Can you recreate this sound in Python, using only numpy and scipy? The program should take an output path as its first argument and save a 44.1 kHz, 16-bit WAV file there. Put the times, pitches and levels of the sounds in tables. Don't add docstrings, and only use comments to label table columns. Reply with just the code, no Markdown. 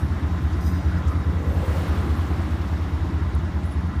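import sys
import numpy as np
from scipy import signal
from scipy.io import wavfile

SR = 44100
rng = np.random.default_rng(int(sys.argv[2]) if len(sys.argv) > 2 else 0)


def store_wav(level_fs):
    pcm = np.round(np.clip(np.atleast_2d(level_fs), -1, 1) * 32767)
    wavfile.write(sys.argv[1], SR, pcm.T.astype(np.int16))


N = 176400


def from_db(db):
    return 10 ** (np.asarray(db) / 20)


def rms_one(x):
    return x / np.sqrt(np.mean(x ** 2) + 1e-20)


def envelope(rows):
    return from_db(np.interp(np.arange(N) / SR, *np.transpose(rows)))


def drift(corner_hz):
    step = 40
    pole = np.exp(-2 * np.pi * corner_hz * step / SR)
    white = rng.standard_normal(N // step + 2002)
    slow = signal.lfilter([1], [1, -2 * pole, pole * pole], white)[2000:]
    return np.interp(np.arange(N) / step, np.arange(len(slow)), rms_one(slow))


def resonate(x, hz, width_hz):
    r = np.exp(-np.pi * width_hz / SR)
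    gain = (1 - r * r) / 2
    section = [gain, 0, -gain, 1, -2 * r * np.cos(2 * np.pi * hz / SR), r * r]
    return signal.sosfilt([section, section], x)


def narrow_noise(hz, width_hz):
    return rms_one(resonate(rng.standard_normal(N + SR // 2), hz, width_hz)[-N:])


def banded_noise(spectrum, flicker_db):
    edges = 22 * 2 ** (np.arange(30) / 3)
    white = rng.standard_normal((2, N + SR // 2))
    hz, db = np.transpose(spectrum)
    out = np.zeros(N)
    for k, (low, high) in enumerate(zip(edges, edges[1:])):
        bandpass = signal.butter(2, [low, high], "band", fs=SR, output="sos")
        band = signal.sosfilt(bandpass, white[k % 2])[-N:]
        band_db = np.interp(np.log(low * high) / 2, np.log(hz), db)
        out += band * from_db(band_db + flicker_db * drift(21))
    return rms_one(out)


def gliding_noise(rows, top_width_hz):
    times, hz, db = np.transpose(rows)
    position = np.cumsum(np.interp(np.arange(N) / SR, times, hz / hz.max()))
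    band = narrow_noise(hz.max(), top_width_hz)
    return envelope(np.c_[times, db]) * np.interp(position, np.arange(N), band)


def bursts(rows, relative_width):
    t = np.arange(N) / SR
    out = np.zeros(N)
    for peak, sigma, db, hz in rows:
        swell = np.exp(-((t - peak) / sigma) ** 2 / 2)
        out += from_db(db) * swell * narrow_noise(hz, relative_width * hz)
    return out


# relative level in dB, lateness in milliseconds.
CYLINDERS = [(-6, -.3), (4.2, -1), (2, -.5), (.6, 1.6), (-17, -2.9), (1.4, 4.7), (-5.1, -3.2), (2.1, 1.3),
             (.6, .8), (-11.3, -.1), (-9, .9), (.9, -4.9), (.4, -3.4), (-.8, .3), (-6.7, 4.2), (-7.4, 5.8)]
# frequency in Hz, width in Hz, gain in dB.
EXHAUST_MODES = [(78, 23.7, 0), (177.7, 34, -16.5), (290.5, 61.4, -22)]
# frequency in Hz, width in Hz, relative level in dB.
WHINES = [(177.34, 6.5, -40), (629.6, 25, -58), (1029, 13, -50.5), (1951, 74, -55), (2060, 18, -67.5),
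          (3803, 150, -62)]
# time in seconds, gain in dB.
ENGINE_LEVEL = [(0, -2.5), (.9, 0.2), (2, -1.1), (2.6, -2.5), (3.2, -2), (4, -3.5)]


def locomotive(cycle_hz=4.821, first_firing_s=0.003, pulse_db=37, scatter_s=0.0001, scatter_db=0.5):
    count = len(CYLINDERS)
    firing = np.arange(-2 * count, int((N / SR * cycle_hz + 1) * count))
    db, late_ms = np.array(CYLINDERS)[firing % count].T
    time_error, level_error = rng.standard_normal((len(firing), 2)).T
    times = first_firing_s + firing / count / cycle_hz + late_ms / 1000 + scatter_s * time_error
    strengths = from_db(pulse_db + db + scatter_db * level_error)
    samples = ((times + 1) * SR).astype(int)
    pulses = np.bincount(samples, strengths, N + 2 * SR) + 1e-18
    throb = sum(from_db(gain_db) * resonate(pulses, hz, width) for hz, width, gain_db in EXHAUST_MODES)
    whine = sum(from_db(gain_db) * narrow_noise(hz, width) for hz, width, gain_db in WHINES)
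    return envelope(ENGINE_LEVEL) * (throb[SR:SR + N] + whine)


# frequency in Hz, relative spectral density in dB.
YARD_SPECTRUM = [(25, -22), (40, -9), (65, -6.5), (95, -6), (135, -2), (185, -5.5), (230, -9.5),
                 (300, -7.5), (410, -22), (520, -23), (680, -18), (860, -20), (1100, -19), (1600, -24),
                 (2000, -28), (2500, -34), (3100, -34), (3800, -39.5), (4500, -39.5), (5800, -43),
                 (7500, -50.5), (11000, -54), (15000, -60)]
# time in seconds, level in dB.
YARD_LEVEL = [(0, -31), (.8, -31), (1.3, -31.5), (2, -29.5), (3, -32), (4, -33)]


def yard():
    far_engine = from_db(-38.5) * narrow_noise(hz=66.5, width_hz=6)
    return envelope(YARD_LEVEL) * banded_noise(YARD_SPECTRUM, flicker_db=1.54) + far_engine


# frequency in Hz, relative level in dB.
WHEEL_A = [(5630, -8), (8460, -9), (11050, -6), (11230, -10), (11450, -10), (14830, -11)]
WHEEL_B = [(4915, -7), (5005, 0), (5810, -3), (6200, -9), (6710, -8), (8510, -6.5), (10600, -12),
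           (11810, -8), (12790, -11), (13490, -6), (14400, -15), (15100, -18)]
WHEEL_C = [(10470, 0.5), (10690, -9)]
# start in seconds, length in seconds, level in dB, relative echo level in dB,
# relative friction noise level in dB, wheel.
SQUEALS = [(-.03, 0.034, -60.5, 1, 2, WHEEL_A), (0.603, 0.05, -59.5, -2, -5, WHEEL_B),
           (0.656, 0.033, -53.5, -5, -7, WHEEL_B), (1.08, 0.037, -64, 0, 1, WHEEL_A),
           (3.65, .011, -58, -8, -5, WHEEL_C), (3.708, 0.014, -56.5, -16, -16, WHEEL_C)]


def wheel_squeals(attack_s=0.005, ring_t60_s=0.14, waver_hz=105.4, echo_t60_s=2.1, loss_per_khz=0.072):
    out = np.zeros(N)
    for start, length, db, echo_db, rub_db, wheel in SQUEALS:
        t = np.maximum(np.arange(N) / SR - start, 0)
        since_release = np.maximum(t - length, 0)
        direct = np.minimum(t / attack_s, 1) * from_db(-60 * since_release / ring_t60_s)
        squeal = direct * from_db(rub_db) * narrow_noise(hz=9000, width_hz=9000)
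        for hz, mode_db in wheel:
            pitch = hz + waver_hz * drift(corner_hz=124)
            tone = np.sqrt(2) * np.sin(2 * np.pi * np.cumsum(pitch) / SR)
            t60 = echo_t60_s * np.exp(-loss_per_khz * hz / 1000)
            echo = np.minimum(t / length, 1) * from_db(echo_db - 60 * since_release / t60)
            squeal += from_db(mode_db) * (direct * tone + echo * narrow_noise(hz, width_hz=39))
        out += from_db(db) * squeal
    return out


# peak time in seconds, Gaussian sigma in
# seconds, level in dB, centre in Hz.
TICKS = [(.535, .008, -55, 5200), (.682, 0.026, -57, 9000), (1.084, 0.008, -51.5, 6180),
         (2.62, .004, -55, 5000), (2.682, 0.006, -52, 4500), (3.351, 0.0016, -49, 10300),
         (3.64, 0.0066, -58, 7300)]


def coupling_ticks():
    return bursts(TICKS, relative_width=0.65)


# peak time in seconds, Gaussian sigma in seconds, level in dB, centre in Hz.
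SCRAPES = [(.95, 0.045, -43, 1470), (.96, 0.033, -53, 1760), (1.12, 0.1, -43, 1250)]


def car_scrapes():
    return bursts(SCRAPES, relative_width=0.2)


# time in seconds, pitch in Hz, level in dB.
TREAD_DRONE = [(0, 460, -73), (1.05, 460.6, -49.5), (1.35, 469, -45.5), (1.55, 505, -36.5),
               (1.68, 510, -37.5), (1.79, 538, -37), (1.9, 450, -42), (2.1, 401, -43.5), (2.5, 375, -71)]
TREAD_SONG = [(1.6, 1283, -55), (1.95, 1215, -45), (2.25, 1106, -45), (2.6, 1094, -49), (3.1, 1077, -75)]
# frequency in Hz, relative spectral density in dB.
ROAR_SPECTRUM = [(30, -5), (150, 7), (250, -3), (340, 6), (460, 0), (600, -5), (800, -1), (1100, -4.5),
                 (1600, -6), (2600, -13.5), (4000, -17), (6000, -26.5), (9000, -39), (15000, -49)]
HISS_SPECTRUM = [(30, -50), (2000, -22), (4500, -1.5), (8000, 2.5), (11000, -0.5), (15000, 0.5)]
# time in seconds, level in dB.
ROAR_LEVEL = [(0, -53), (1.35, -58), (1.6, -40), (1.88, -34), (2.15, -40), (2.6, -42.5), (3.2, -46.5),
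              (4, -50)]
HISS_LEVEL = [(0, -65), (1.38, -66), (1.55, -55.5), (1.76, -51.5), (2.1, -57.5), (2.6, -61.5), (3.3, -70),
              (4, -79)]


def passing_tyres():
    drone = gliding_noise(TREAD_DRONE, top_width_hz=146)
    song = gliding_noise(TREAD_SONG, top_width_hz=220)
    roar = envelope(ROAR_LEVEL) * banded_noise(ROAR_SPECTRUM, flicker_db=0.5)
    hiss = envelope(HISS_LEVEL) * banded_noise(HISS_SPECTRUM, flicker_db=2.7)
    return drone + song + roar + hiss


# peak time in seconds, Gaussian sigma in seconds, level in dB, centre in Hz.
BOOMS = [(1.15, 0.032, -34.5, 273), (1.34, 0.037, -29.5, 170), (1.4, 0.085, -40.5, 375.4),
         (2.05, 0.036, -34.5, 323), (2.31, 0.04, -36, 330), (2.48, 0.037, -34, 287),
         (2.872, 0.0076, -38, 310), (3.09, 0.041, -39, 296)]


def car_booms():
    return bursts(BOOMS, relative_width=0.24)


def scene():
    cars = wheel_squeals() + coupling_ticks() + car_scrapes() + car_booms()
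    return (locomotive() + yard() + passing_tyres() + cars)[None]


def record(dry, low_cut_hz=24.3, high_cut_hz=15300):
    highpass = signal.butter(2, low_cut_hz, "high", fs=SR, output="sos")
    lowpass = signal.ellip(12, .2, 90, high_cut_hz, fs=SR, output="sos")
    return signal.sosfilt(lowpass, signal.sosfilt(highpass, dry))


dry = scene()
out = record(dry)
store_wav(out)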